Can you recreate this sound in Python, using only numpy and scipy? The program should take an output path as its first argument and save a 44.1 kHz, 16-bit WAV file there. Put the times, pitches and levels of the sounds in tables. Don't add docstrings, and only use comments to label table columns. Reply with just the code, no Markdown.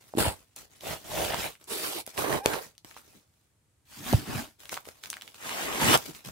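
import sys
import numpy as np
from scipy import signal
from scipy.fft import rfft, irfft
from scipy.io import wavfile
from scipy.ndimage import uniform_filter1d

SR = 44100
rng = np.random.default_rng(int(sys.argv[2]) if len(sys.argv) > 2 else 0)


def wrap_up_sound(samples):
    columns = np.atleast_2d(samples).T
    tamed = np.clip(columns, -1, 1)
    steps = np.round(tamed * 32767).astype(np.int16)
    wavfile.write(sys.argv[1], SR, steps)


N = 278271


def gain_of(db):
    return 10 ** (np.asarray(db) / 20)


def unit_rms(x):
    return x / np.sqrt(np.mean(x ** 2) + 1e-20)


def curve_at(points, hz):
    frequency, value = np.transpose(points)
    return np.interp(np.log(hz + 1), np.log(frequency + 1), value)


def add(mix, start_s, sound):
    part = mix[:, max(round(start_s * SR), 0):][:, :sound.shape[-1]]
    part += sound[..., :part.shape[1]]


def wobble(n, width):
    return unit_rms(uniform_filter1d(uniform_filter1d(rng.standard_normal(n), width), width))


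def movement_db(t, start, hold, rise, fall, bend=1.14):
    away = np.maximum((start - t) / rise, 0) + np.maximum((t - start - hold) / fall, 0)
    return -20 * away ** bend


def mottle(x, depth_db, size, count):
    frames = signal.stft(x, SR, nperseg=size)[2]
    field = uniform_filter1d(rng.standard_normal(frames.shape[1:]), 3, axis=0)
    field = unit_rms(uniform_filter1d(field, count, axis=1))
    return signal.istft(frames * gain_of(depth_db * field), nperseg=size)[1][:, :x.shape[1]]


def slips(n, per_s, spread_db=2.5, smooth=0.63):
    size = gain_of(spread_db * np.minimum(rng.exponential(1, (3, n)), 4))
    size *= rng.choice([-1, 1], (3, n))
    slipping = rng.random((3, n)) < per_s / SR
    return unit_rms(size * slipping) + smooth * rng.standard_normal((3, n))


def friction(n, colour, slips_per_s, judder_db, shared, lag_ms, grain_db=2.0):
    hz = np.fft.rfftfreq(n, 1 / SR)
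    clumps = wobble(n, 130)
    scrape = slips(n, slips_per_s) * gain_of(judder_db * clumps)
    scrape = mottle(scrape, grain_db, size=64, count=3)
    trains = rfft(mottle(scrape, depth_db=2.5, size=512, count=6))
    common = np.array([trains[0] * np.exp(-2j * np.pi * hz * lag_ms / 1000), trains[0]])
    ports = np.sqrt(shared) * common + np.sqrt(1 - shared) * trains[1:]
    return hz, ports * gain_of(curve_at(colour, hz))


def room_noise(level_db=-70):
    # (frequency [Hz], relative level [dB])
    colour = [(25, -19.5), (100, -9.5), (190, -21), (670, -30.5), (5500, -38.5), (8500, -33),
              (15500, -46)]
    hz, noise = np.fft.rfftfreq(N, 1 / SR), rfft(rng.standard_normal((3, N)))
    shared = 1 / (1 + hz / 600)
    ports = np.sqrt(shared) * noise[0] + np.sqrt(1 - shared) * noise[1:]
    return gain_of(level_db) * unit_rms(irfft(ports * gain_of(curve_at(colour, hz)), N))


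def reverberation(x):
    # (frequency [Hz], time to fall 60 dB [s])
    decay_times = [(200, 0.17), (15000, 0.12)]
    echoes = rng.standard_normal((2, SR // 2)) * (rng.random((2, SR // 2)) < .1)
    echoes[:, :SR // 250] = 0
    hz, t, frames = signal.stft(echoes, SR, nperseg=256)
    decay = gain_of(-60 * t / curve_at(decay_times, hz)[:, None])
    tail = signal.istft(frames * decay, SR, nperseg=256)[1]
    return signal.fftconvolve(x, tail / np.linalg.norm(tail[0]), axes=1)[:, :N]


def rustle(rise_s=0.012, fall_s=0.08):
    # (frequency [Hz], relative level [dB])
    colour = [(40, -6), (450, -3.5), (1800, -7.5), (6000, -8), (15500, -12.5)]
    # (start [s], hold [s], level [dB])
    shifts = [(0.01, 0.4, -59.5), (0.331, 0.2, -71.5), (0.567, 0.038, -48), (0.708, 0.072, -59),
              (0.997, 0.085, -53.5), (1.601, 0.12, -61), (2.07, 0.0076, -44), (2.143, 0.035, -47.5),
              (2.619, 0.0093, -44), (2.854, 0.067, -55), (2.967, 0.008, -49.5), (3.044, 0.14, -59),
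              (3.199, 0.27, -75.5), (4.596, 0.12, -52.5), (4.718, 0.023, -39), (4.853, 0.031, -49.5),
              (4.95, 0.074, -60.5), (5.034, 0.014, -46), (5.11, 0.064, -53), (5.23, 0.063, -53.5),
              (5.347, 0.01, -50), (5.961, 0.12, -42), (6.143, 0.023, -47.5), (6.249, 0.017, -41.5)]
    _, spectrum = friction(N, colour, slips_per_s=1500, judder_db=2.0, shared=0.1, lag_ms=0, grain_db=3)
    t = np.arange(0, N / SR, .002)
    power = sum(gain_of(db + movement_db(t, start, hold, rise_s, fall_s)) ** 2
                for start, hold, db in shifts)
    return unit_rms(irfft(spectrum, N)) * np.interp(np.arange(N) / SR, t, np.sqrt(power))


def grips():
    # (middle [s], duration [s], level [dB], upper band edge [Hz])
    creeps = [(3.166, 0.068, -57, 347), (4.01, 0.12, -46, 296.5), (4.208, 0.12, -40.5, 340),
              (4.295, 0.072, -35, 332), (4.364, 0.098, -34, 204), (5.886, 0.23, -28.5, 282),
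              (6.096, 0.06, -42, 382), (6.283, 0.082, -44.5, 230)]
    out = np.zeros((2, N))
    for middle, length, db, top_hz in creeps:
        noise = rng.standard_normal((3, SR))
        band = signal.butter(3, [top_hz / 3, top_hz], "band", fs=SR, output="sos")
        rumble = signal.sosfilt(band, noise[0] + noise[1:])
        swell = signal.windows.hann(round(length * SR))
        add(out, middle - length / 2, gain_of(db) * unit_rms(rumble[:, -len(swell):]) * swell)
    return out


def knocks(rise_cycles=0.43, crack_s=0.001, crack_hz=3500, left_db=-1, left_lag_rad=0.79):
    # (time [s], level [dB], frequency [Hz], crack re blow [dB])
    blows = [(0.1379, -26, 650, -40), (0.151, -26, 282, -15.5), (0.173, -16.5, 303, -7),
             (0.1823, -12.5, 393, -20), (0.2643, -18, 620, -13.5), (0.271, -21, 90, -28),
             (1.3066, -21.5, 584, -20), (1.344, -18.5, 930, 1), (2.076, -34, 586, 6.5),
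             (2.4595, -11.5, 486, 8), (2.8469, -43.5, 312, 12.5), (2.9659, -32.5, 1010, -10),
             (4.1275, -13.5, 244, -1.5), (4.134, -11.5, 650, -18), (4.1403, -8.5, 107, -28),
             (4.7748, -20.5, 1240, -7), (4.873, -36, 480, -17.5), (4.888, -34, 590, 5.5)]
    out, t = np.zeros((2, N)), np.arange(SR // 10) / SR
    port_phase = left_lag_rad * np.array([[.5], [-.5]])
    for start, db, hz, crack_db in blows:
        age = t * hz / rise_cycles
        push = age * np.exp(1 - age) * np.sin(2 * np.pi * hz * t - port_phase)
        noise = rng.standard_normal((2, len(t)))
        dull = signal.lfilter(*signal.butter(1, crack_hz, fs=SR), noise)
        crack = unit_rms(dull + 0.12 * noise) * t / crack_s * np.exp(1 - 2 * t / crack_s)
        add(out, start, gain_of(db) * (push + gain_of(crack_db) * crack))
    return out * gain_of([[left_db], [-left_db]])


def crinkles(boost_db=2, snap=5, decay_s=0.00089, shiver=0.081, shiver_s=0.0065, quality=1.37):
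    # (time [s], peak before the boost [dB], resonance [Hz])
    creases = [(0.563, -25.5, 8250), (0.8086, -35, 2660), (1.5535, -40, 1790), (1.642, -38, 7670),
               (2.0649, -22, 9500), (2.1775, -19, 880), (2.327, -18, 731), (2.4598, -22, 9600),
               (2.539, -18.5, 1500), (2.752, -50.5, 3200), (2.780, -36, 4860), (2.912, -35.5, 1390),
               (2.974, -37.5, 976), (4.6557, -31.5, 2734), (4.694, -25.5, 2760), (4.7286, -22, 860),
               (4.742, -21, 3530), (4.7696, -25.5, 1070), (4.854, -36, 2200), (5.0377, -24, 2100),
               (5.0583, -27, 2980), (5.1019, -16.5, 7750), (5.1298, -24.5, 1880), (5.1404, -26.5, 2420),
               (5.1685, -30.5, 1680), (5.212, -32.5, 2400), (5.2208, -27, 2300), (5.2777, -29, 2720),
               (5.345, -34, 2080), (5.4932, -23, 2220), (5.9219, -16, 2200), (5.933, -11, 2000),
               (5.9426, -7, 2740), (5.9545, -16, 1190), (5.975, -15.5, 7900), (6.1494, -33, 3000),
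               (6.2514, -35, 2870)]
    out, t = np.zeros((2, N)), np.arange(1024) / SR
    hz = np.fft.rfftfreq(len(t), 1 / SR) + 1
    decay = np.exp(-t / decay_s) + shiver * np.exp(-t / shiver_s)
    for start, db, centre_hz in creases:
        noise = rng.standard_normal((3, len(t)))
        burst = snap * (t == 0) + (noise[0] + noise[1:]) * decay
        impedance = 1 + 1j * quality * (hz / centre_hz - centre_hz / hz)
        tick = irfft(rfft(burst) / impedance)[:, :len(t) // 2]
        add(out, start, gain_of(db + boost_db) * tick / abs(tick).max())
    return out


def squeak(harmonics_db=(0, -17, -19), waver=0.016):
    # (time [s], fundamental [Hz], level [dB])
    contour = [(2.392, 720, -52.5), (2.412, 771, -41), (2.458, 873, -38), (2.502, 897, -45)]
    times, hz, db = np.transpose(contour)
    t, out = np.arange(times[0], times[-1], 1 / SR), np.zeros((2, N))
    jitter = waver * unit_rms(uniform_filter1d(rng.standard_normal(len(t)), 100))
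    phase = 2 * np.pi * np.cumsum(np.interp(t, times, hz) * (1 + jitter)) / SR
    tone = sum(gain_of(level) * np.sin(k * phase) for k, level in enumerate(harmonics_db, 1))
    add(out, times[0], tone * gain_of(np.interp(t, times, db)) * signal.windows.tukey(len(t), .1))
    return out


def glide(x, octaves_per_s, centre_s):
    speed = 2 ** (octaves_per_s * (np.arange(SR) / SR - centre_s))
    return np.array([np.interp(np.cumsum(speed) % SR, np.arange(SR), port) for port in x])


def pressure(t, strokes, landing_s=0.0044, light_touch=0.21):
    power = np.zeros((3, len(t)))
    for start, hold, rise, fall, db, swell_db, fizz_db, bass_db in strokes:
        touching = np.clip(1 + (t - start + rise) / landing_s, 0, 1)
        held_db = db + swell_db * (np.clip((t - start) / hold, 0, 1) - .5)
        ease_db = movement_db(t, start, hold, rise, fall)
        bands_db = np.array([ease_db, bass_db + ease_db, fizz_db + (1 - light_touch) * ease_db])
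        power += touching * gain_of(held_db + bands_db) ** 2
    return np.sqrt(power)


def rub(way, colour, judder_db=0, lag_ms=0, side=0, shared=0.29, octaves_per_s=0):
    # (start of hold [s], hold [s], rise [s], fall [s], level [dB],
    # swell over the hold [dB], fizz re level [dB], bass re level [dB], way of rubbing)
    all_strokes = [(0.187, 0.036, 0.0089, 0.033, -26, -1.5, -1.5, 0.5, "swipe"),
                   (0.244, 0.041, 0.078, 0.055, -27, -1.5, -7.5, -5, "swipe"),
                   (0.873, 0.057, 0.066, 0.068, -38, 0, -0.5, 0.5, "drag"),
                   (1.165, 0.086, 0.12, 0.12, -34.5, 1.5, 0, 4.5, "drag"),
                   (1.294, 0.059, 0.05, 0.034, -33.5, 1, -9, -3, "drag"),
                   (1.391, 0.067, 0.057, 0.065, -35, -1, -0.5, -2, "drag"),
                   (1.715, 0.29, 0.039, 0.02, -39, -4, 2.5, 0, "peel"),
                   (1.842, 0.037, 0.031, 0.06, -36, -3, 0.5, 1, "peel"),
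                   (2.186, 0.065, 0.017, 0.057, -32, -8.5, -3, 0, "rip"),
                   (2.323, 0.053, 0.16, 0.038, -28.5, -3.5, -9.5, 0.5, "rip"),
                   (2.473, 0.091, 0.038, 0.073, -32.5, 0, -6.5, -0.5, "rip"),
                   (3.921, 0.07, 0.066, 0.045, -53.5, 7, 4.5, -6, "palm"),
                   (4.09, 0.049, 0.087, 0.12, -36.5, -1, 0, -1.5, "palm"),
                   (4.313, 0.077, 0.13, 0.084, -37, 4, -3.5, -0.5, "palm"),
                   (5.475, 0.16, 0.092, 0.055, -37, 2, -1.5, -2, "pull"),
                   (5.648, 0.11, 0.057, 0.052, -38, 1.5, -1.5, 6.5, "pull"),
                   (5.823, 0.13, 0.086, 0.019, -24, 8, -2, 4, "pull")]
    # (frequency [Hz], left minus right at side=1 [dB])
    port_balance = [(150, 12), (270, -2), (430, -9.5), (1000, -4.5), (5000, -2.5)]
    strokes = [row[:-1] for row in all_strokes if row[-1] == way]
    t, out = strokes[0][0] - .15 + np.arange(SR) / SR, np.zeros((2, N))
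    hz, spectrum = friction(SR, colour, slips_per_s=6000, judder_db=judder_db,
                            shared=shared, lag_ms=lag_ms)
    spectrum *= gain_of(side * curve_at(port_balance, hz) * np.array([[.5], [-.5]]))
    below_fizz, bass_band = 1 / (1 + (hz / 3300) ** 4), 1 / (1 + (hz / 650) ** 4)
    scrape = spectrum * below_fizz
    scrape /= irfft(scrape * (hz > 220)).std()
    body_gain, bass_gain, fizz_gain = pressure(t, strokes)
    hollow = glide(irfft(scrape * bass_band), octaves_per_s, np.average(t - t[0], weights=bass_gain))
    body = irfft(scrape * (1 - bass_band)) * body_gain + hollow * bass_gain
    fizz = unit_rms(irfft(spectrum * (1 - below_fizz))) * fizz_gain
    catches = unit_rms(gain_of(wobble(SR, 220)))
    add(out, t[0], body * catches + fizz)
    return out


def rubbing():
    # (frequency [Hz], relative level [dB])
    swipe = [(60, -1.5), (900, -1.5), (1250, -11.5), (4300, -14.5), (6300, -25), (8000, -15), (11500, -17),
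             (15500, -25)]
    drag = [(100, 1), (270, -4), (650, 3), (1220, -5.5), (3000, -8.5), (4500, -16.5), (7000, -18.5),
            (15500, -21.5)]
    peel = [(60, -13.5), (190, -12.5), (400, 0), (750, -5), (1500, -10.5), (4300, -9.5), (6500, -16),
            (9500, -11.5), (15500, -17)]
    rip = [(50, -9.5), (200, -7), (400, 2), (750, -1.5), (1600, -7.5), (2500, -13), (6500, -20),
           (10500, -18), (15500, -22)]
    palm = [(50, 5.5), (160, -4), (250, 8.5), (470, -6.5), (800, -1), (1700, -5.5), (3500, -16),
            (6500, -22.5), (15500, -26.5)]
    pull = [(60, -5.5), (125, -9.5), (200, 1), (930, 2), (2900, -3.5), (4300, -13.5), (9000, -15),
            (15500, -20.5)]
    return (rub("swipe", swipe, judder_db=-1.5, lag_ms=0.12, side=0.11)
            + rub("drag", drag, side=0.31)
            + rub("peel", peel, judder_db=0.4, lag_ms=0.15, side=0.7, shared=0.22, octaves_per_s=-0.59)
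            + rub("rip", rip, judder_db=1.16, lag_ms=0.22, side=1.0)
            + rub("palm", palm)
            + rub("pull", pull, judder_db=0.1, lag_ms=-0.228))


def scene():
    contact = rubbing() + knocks() + grips() + squeak()
    loose = rustle() + crinkles()
    return contact + loose + reverberation(gain_of(-14) * contact + gain_of(-8) * loose) + room_noise()


def record(dry):
    bass_hz, overload, edge_hz = 48, 0.9, 15800
    thinned = signal.sosfilt(signal.butter(3, bass_hz, "high", fs=SR, output="sos"), dry)
    clipped = np.clip(thinned, -overload, overload)
    lowpass = signal.firwin(401, edge_hz, window=("kaiser", 9), fs=SR)
    return signal.oaconvolve(clipped, lowpass[None], "same")


dry = scene()
out = record(dry)
wrap_up_sound(out)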